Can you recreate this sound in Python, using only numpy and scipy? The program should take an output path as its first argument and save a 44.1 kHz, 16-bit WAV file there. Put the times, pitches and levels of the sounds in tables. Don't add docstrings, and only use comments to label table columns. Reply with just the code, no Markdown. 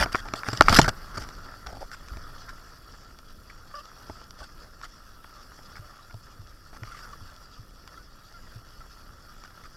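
import sys
import numpy as np
from scipy import signal
from scipy.fft import rfft, irfft, next_fast_len
from scipy.io import wavfile
from scipy.ndimage import uniform_filter1d, map_coordinates

SR = 44100
rng = np.random.default_rng(int(sys.argv[2]) if len(sys.argv) > 2 else 0)


def elevation(decibels):
    levels = np.asarray(decibels, float)
    return 10 ** (levels / 20)


def transcribe(u):
    v = np.clip(np.atleast_2d(u).T, -1, 1)
    q = np.round(v * 32767).astype(np.int16)
    wavfile.write(sys.argv[1], SR, q)


N = 430416


def unit(x):
    return x / np.sqrt(np.mean(x ** 2) + 1e-20)


def wobble(rate):
    knots = rng.standard_normal(int(N * rate / SR) + 4)
    return map_coordinates(knots, [np.arange(N) * rate / SR])


def along(rows):
    s, *columns = np.transpose(rows)
    return np.array([np.interp(np.arange(N) / SR, s, column, -120, -120) for column in columns])


def coloured(x, spectrum):
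    m = next_fast_len(N + 8192)
    hz, db = np.transpose(spectrum)
    gain = elevation(np.interp(np.log(np.fft.rfftfreq(m, 1 / SR) + 1), np.log(hz + 1), db))
    return unit(irfft(rfft(x, m) * gain, m)[:N])


def crunch(grain_db, patchy_db, snaps=0, snap_db=0):
    z = signal.stft(rng.standard_normal(N), nperseg=512)[2]
    across_pitch = uniform_filter1d(rng.standard_normal(z.shape), size=5, axis=0)
    patches = unit(uniform_filter1d(across_pitch, size=8, axis=1))
    patchy = signal.istft(z * elevation(patchy_db * patches), nperseg=512)[1][:N]
    grains = patchy * elevation(grain_db * wobble(300))
    clicks = (rng.random(N) < snaps / SR) * rng.laplace(size=N)
    return grains + elevation(snap_db) * clicks


def add(track, s, sound):
    part = track[max(round(s * SR), 0):][:len(sound)]
    part += sound[:len(part)]


def hiss():
    # [t/s, level/dB]
    dull_level = [(0, -29.5), (.11, -47), (.46, -47.5), (.76, -38.5), (.95, -47), (1.9, -53.5), (2.33, -49),
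                  (2.6, -53.5), (3.26, -59), (3.99, -53), (4.51, -57), (4.65, -54), (4.78, -58.5),
                  (5.85, -53), (6.25, -57.5), (6.79, -57), (7.04, -50), (7.23, -55.5), (7.72, -60),
                  (7.94, -52), (8.05, -57.5), (9, -56), (9.38, -56), (9.76, -55.5)]
    # [f/Hz, relative gain/dB]
    dull_colour = [(180, -39.5), (300, -22.5), (602, -11.5), (658, -13.5), (920, -13.5), (1060, -10),
                   (1140, -8), (1200, -5), (1360, 0.5), (1470, -10), (1780, -10.5), (2090, -20),
                   (2600, -34.5), (3380, -53.5), (5720, -120)]
    bright_colour = [(1410, -50), (2400, -9.5), (2950, -5), (3170, -10), (3340, 0), (3660, -10),
                     (3890, -5.5), (4080, -11.5), (4420, 1.5), (4830, 1), (5610, 0.5), (6440, -11.5),
                     (7290, -9), (8200, -19), (10700, -38), (18000, -120)]
    air_colour = [(4710, -34.5), (8000, -5), (8530, -4.5), (9890, -1), (10700, -3), (11700, 1.5),
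                  (14600, -6.5), (15600, -8.5)]
    (dull_db,) = along(dull_level)
    bright_db = -59 + 0.5 * (dull_db + 55)
    surge_db = 1.3 * wobble(16)

    dull = coloured(crunch(grain_db=2.5, patchy_db=1.5, snaps=25, snap_db=18.5), dull_colour)
    dull *= elevation(dull_db + surge_db + 0.44 * wobble(40))
    bright = coloured(crunch(grain_db=1.35, patchy_db=2.25, snaps=49, snap_db=14.5), bright_colour)
    bright *= elevation(bright_db + surge_db + 0.9 * wobble(40))
    air = coloured(crunch(grain_db=1.7, patchy_db=1.0), air_colour)
    air *= elevation(bright_db - 8.5 + 1.2 * wobble(9.7))
    return dull + bright + air + elevation(dull_db) * chirps(count=260, level_db=-10)


def chirps(count, level_db):
    out, t = np.zeros(N), np.arange(SR // 20) / SR
    for when, pitch, size, life in rng.random((count, 4)):
        span = 0.0048 + 0.021 * life
        swell = t / span * np.exp(1 - t / span * 1.15)
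        tone = np.sin(2 * np.pi * (1150 + 500 * pitch ** 1.5) * t) * swell
        add(out, when * N / SR, elevation(-3.5 * np.log(size + .02)) * tone)
    return elevation(level_db) * unit(out)


def knocks():
    # [f/Hz, level/dB, t60 as a share of the knock's]
    housing = [(190.6, -3, 0.51), (294.4, -9, 1.5), (388, -2.5, 0.91), (650, 0.5, 0.92), (858, -3.5, 1.17),
               (1138, -6, 0.47), (1373, -5.5, 0.59), (1774, -7.5, 0.41), (2232, -11.5, 0.43),
               (2900, -8.5, 0.67), (3500, -4.5, 0.5), (4320, 2.5, .3), (5180, 3, 0.27), (5660, 1, 0.34),
               (6700, -7.5, 0.21), (7350, -6, 0.37), (8800, -14.5, 0.22), (12000, -13.5, 0.33)]
    # [t/s, middle level/dB, body level/dB, treble level/dB]
    struck = [(0.0255, 1, -24, -37), (0.0594, -16.5, -21, -36), (0.1467, 0.5, -15, -32),
              (0.1547, -6.5, -26, -26), (0.2858, -16.5, -47, -37), (0.337, -9.5, -18, -22.5),
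              (0.3537, -23, -59, -47), (0.4334, -14.5, -43, -40), (0.4864, -9.5, -20, -24),
              (0.5315, -14.5, -21, -26), (0.5734, -34, -36, -22), (0.6089, 15, 1, -20),
              (0.621, -6.5, -30, -15), (0.6835, 6.5, -42, -34), (0.695, -15, -26, -12.5),
              (0.7273, -6, -25, -21.5), (0.7876, 7.5, -1, -16), (0.7918, 3.5, 1.5, -5.5),
              (0.815, -6, -32, -8), (0.8459, -26, -23, -27), (0.8825, -32, -18, -30),
              (0.8914, -28, -28, -16), (1.1801, -34, -27, -51), (1.2181, -28, -51, -52),
              (1.2885, -26, -43, -34.5), (1.6696, -25, -48, -31.5), (1.8204, -33, -49, -55),
              (1.915, -45, -60, -40), (1.9455, -30, -49, -53), (2.0843, -31, -65, -39.5),
              (2.1701, -24.5, -38, -43), (2.4922, -34, -59, -41), (3.1877, -33.5, -45, -40),
              (3.5, -41, -62.5, -48), (3.7438, -32, -58, -54), (3.8551, -36, -54, -41),
              (4.0979, -32, -26, -46), (4.1684, -35, -61, -56), (4.2149, -31, -41, -49),
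              (4.3073, -31, -53, -35.5), (4.418, -46, -37.5, -54), (4.814, -28, -60, -42),
              (4.8424, -31, -53, -34), (5.244, -27.5, -41.5, -63), (5.5885, -29, -39.5, -62),
              (6.1094, -31, -62, -52), (6.1422, -46, -38.5, -44), (6.7302, -33, -40, -55),
              (6.8337, -22, -36, -40.5), (7.1334, -31, -60, -49), (7.876, -30, -60, -37.5),
              (9.4375, -31, -50, -40)]
    body_hz, treble_hz = 1000, 2800
    knock_t60_s = 0.022

    out, t = np.zeros(N), np.arange(SR // 8) / SR
    hz, level_db, share = np.transpose(housing)[..., None]
    contact = (1 - np.exp(-t / 0.00038)) ** 2
    decay_db = -60 * t / (knock_t60_s * share)
    blows = np.r_[struck, taps(count=24)]
    chance = rng.standard_normal((len(blows), 3, len(housing), 1))
    for (s, middle_db, body_db, treble_db), (strength, detune, phase) in zip(blows, chance):
        blow_db = np.select([hz < body_hz, hz < treble_hz], [body_db, middle_db], treble_db)
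        ring = elevation(blow_db + level_db + 1.6 * strength + decay_db)
        start = phase * np.minimum(hz / 2500, 3)
        modes = ring * np.sin(2 * np.pi * hz * (1 + 0.037 * detune) * t + start)
        add(out, s, -contact * np.sum(modes, axis=0))
    return out


def taps(count):
    # [middle level/dB, body level/dB, treble level/dB]
    faint_db = [-42.5, -53, -55.5]
    spread_db = 2.5
    when, *size = rng.random((count, 4)).T
    return np.c_[when * N / SR, faint_db - spread_db * np.log(np.transpose(size) + .1)]


def rubbing():
    # [t/s, body/dB, middle/dB, treble/dB]
    scrape = [(.682, -70, -70, -73.5), (.685, -21.5, -20, -31), (.701, -19, -20.5, -26.5),
              (.71, -35.5, -37, -30.5), (.722, -22.5, -26, -28), (.745, -31, -24.5, -22),
              (.762, -39, -22, -22), (.776, -28, -18, -15), (.786, -26.5, -23.5, -20),
              (.79, -9, -23, -21.5), (.803, -20.5, -27.5, -28.5), (.812, -61, -55.5, -57)]
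    # [t/s, length/s, body/dB, middle/dB, treble/dB]
    rubs = [(0, 0.037, -30, -26.5, -30), (0.119, 0.084, -58, -42.5, -45.5), (0.252, 0.034, -43, -52, -60),
            (0.356, 0.039, -49, -45.5, -41), (0.444, 0.075, -43.5, -39, -44),
            (0.529, 0.061, -49, -41, -40.5), (0.624, 0.052, -46, -42, -43.5),
            (0.817, 0.019, -41.5, -35, -33.5), (0.842, 0.022, -40, -28.5, -39.5),
            (.879, 0.013, -24.5, -25.5, -30.5), (1.142, 0.019, -63, -45, -50.5),
            (1.171, 0.015, -37, -33, -42.5), (1.193, 0.048, -48, -48, -46.5),
            (1.661, 0.052, -42.5, -49, -53.5), (1.724, 0.053, -46.5, -55, -58),
            (1.807, 0.02, -41, -50, -51), (1.915, 0.03, -63, -45, -47), (2.482, 0.025, -74, -42.5, -52),
            (3.497, 0.013, -71, -46, -60), (3.752, 0.053, -65, -61, -54), (4.388, 0.064, -60.5, -55, -54),
            (4.826, 0.034, -56.5, -47.5, -48), (5.755, 0.027, -56, -51, -54.5),
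            (6.731, 0.042, -55.5, -50, -58), (6.85, 0.2, -68, -54.5, -55.5),
            (9.447, 0.013, -61, -44.5, -57), (9.637, 0.026, -60.5, -50, -56.5)]
    # [f/Hz, relative gain/dB]
    rub_colours = [
        [(60, -120), (150, -6.5), (400, -10.5), (680, -4.5), (900, -2), (1300, -120)],
        [(700, -120), (1050, -1), (1380, 5.5), (1900, -1.5), (2500, -12.5), (3500, -120)],
        [(1800, -120), (2600, -7), (3400, -3.5), (4000, -10), (4700, 3), (5700, -2), (6500, -13), (7500, -12),
         (9000, -17), (12000, -21), (16000, -33)],
    ]

    strokes, t = elevation(along(scrape)), np.arange(SR // 3) / SR
    for s, length, *levels_db in rubs:
        stroke = (1 - np.exp(-t / 0.00054)) * np.exp(-np.maximum(t - length, 0) / 0.0055)
        for track, db in zip(strokes, levels_db):
            add(track, s, elevation(db) * stroke)
    slips = elevation(2.4 * wobble(130))
    friction = np.zeros(N)
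    for track, colour in zip(strokes, rub_colours):
        grit = crunch(grain_db=2.0, patchy_db=5.0, snaps=400, snap_db=15)
        friction += track * coloured(grit, colour)
    return slips * friction


def jolts():
    # [t/s, level/dB, f/Hz]
    bumps = [(0.009, -15.5, 55.4), (0.482, -24, 109), (0.528, -23, 120), (0.601, -18, 80), (0.7, -11.5, 88),
             (0.788, -7, 147), (0.819, -13.5, 143), (0.878, -19.5, 109), (1.173, -32, 95),
             (1.209, -31, 56.5), (1.665, -30, 57), (2.116, -26, 56), (2.158, -33, 64.6), (4.093, -33, 85.6),
             (4.411, -37, 64.6), (5.793, -33.5, 105), (6.141, -30.5, 107.5), (6.393, -33, 98.5),
             (6.821, -28.5, 110), (7.214, -36, 95), (7.593, -36.5, 106), (8.558, -32, 110)]
    out, t = np.zeros(N), np.arange(SR // 4) / SR
    for s, db, hz in bumps:
        t60_ms = max(142 - 2.5 * (db + 35), 20)
        swing = np.sin(2 * np.pi * hz * t) * (1 - np.exp(-t / 0.0024))
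        add(out, s, elevation(db - 60000 * t / t60_ms) * swing)
    return out


def squeaks():
    # [t/s, length/s, f/Hz, fundamental level/dB, overtones level/dB]
    slipping = [(2.489, 0.026, 650, -71, -55), (3.739, 0.079, 590, -47, -37.5),
                (4.405, 0.034, 570, -48, -46), (5.355, 0.053, 595, -69, -50.5),
                (5.819, 0.055, 600, -53, -54), (5.99, .03, 587, -64, -46.5), (6.095, 0.031, 710, -59, -47),
                (6.918, 0.021, 692, -68, -34.5), (6.945, 0.033, 605, -70, -43),
                (7.128, 0.019, 590, -63, -37.5), (7.974, 0.016, 680, -64, -40.5),
                (8.341, 0.039, 684, -62.5, -46.5), (8.805, 0.022, 675, -66, -42)]
    partials_db = [1, -15.5, -34, -20.5]

    out, unsteady, flutter = np.zeros(N), wobble(90), wobble(120)
    for s, length, hz, fundamental_db, overtones_db in slipping:
        t = np.arange(round(length * SR)) / SR
        now = slice(round(s * SR), round(s * SR) + len(t))
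        phase = 2 * np.pi * hz * t + 0.35 * unsteady[now]
        tone = elevation(fundamental_db) * np.sin(phase)
        for partial, db in enumerate(partials_db, start=2):
            tone += elevation(overtones_db + db) * np.sin(partial * phase)
        fades = np.minimum(1, np.minimum(t / 0.0034, (length - t) / 0.0074))
        add(out, s, elevation(2.5 * flutter[now] - 8 * t / length) * tone * fades)
    return out


def wind():
    # [t/s, level/dB]
    gusts = [(0, -21), (.11, -41.5), (.27, -41), (.5, -49), (.76, -23), (.87, -28), (.95, -45),
             (1.3, -43.5), (1.5, -48), (1.76, -41.5), (1.9, -50), (2.2, -43.5), (2.6, -50), (4.2, -48.5),
             (5.25, -50.5), (7, -49), (8.2, -51), (9.76, -48.5)]
    # [f/Hz, relative gain/dB]
    rumble_colour = [(8.8, -24), (15, 4), (87, -12), (117, -13), (152, -17), (280, -21), (700, -31),
                     (910, -55.5), (1540, -120)]
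    (rumble_db,) = along(gusts)
    return elevation(rumble_db + 1.43 * wobble(8.3)) * coloured(rng.standard_normal(N), rumble_colour)


def scene():
    return (hiss() + knocks() + rubbing() + jolts() + squeaks() + wind())[None]


def roll_off(x):
    return signal.sosfilt(signal.butter(12, 15720, fs=SR, output="sos"), x)


def record(dry):
    clipped = np.clip(dry, -1, .9)
    return roll_off(clipped)


dry = scene()
out = record(dry)
transcribe(out)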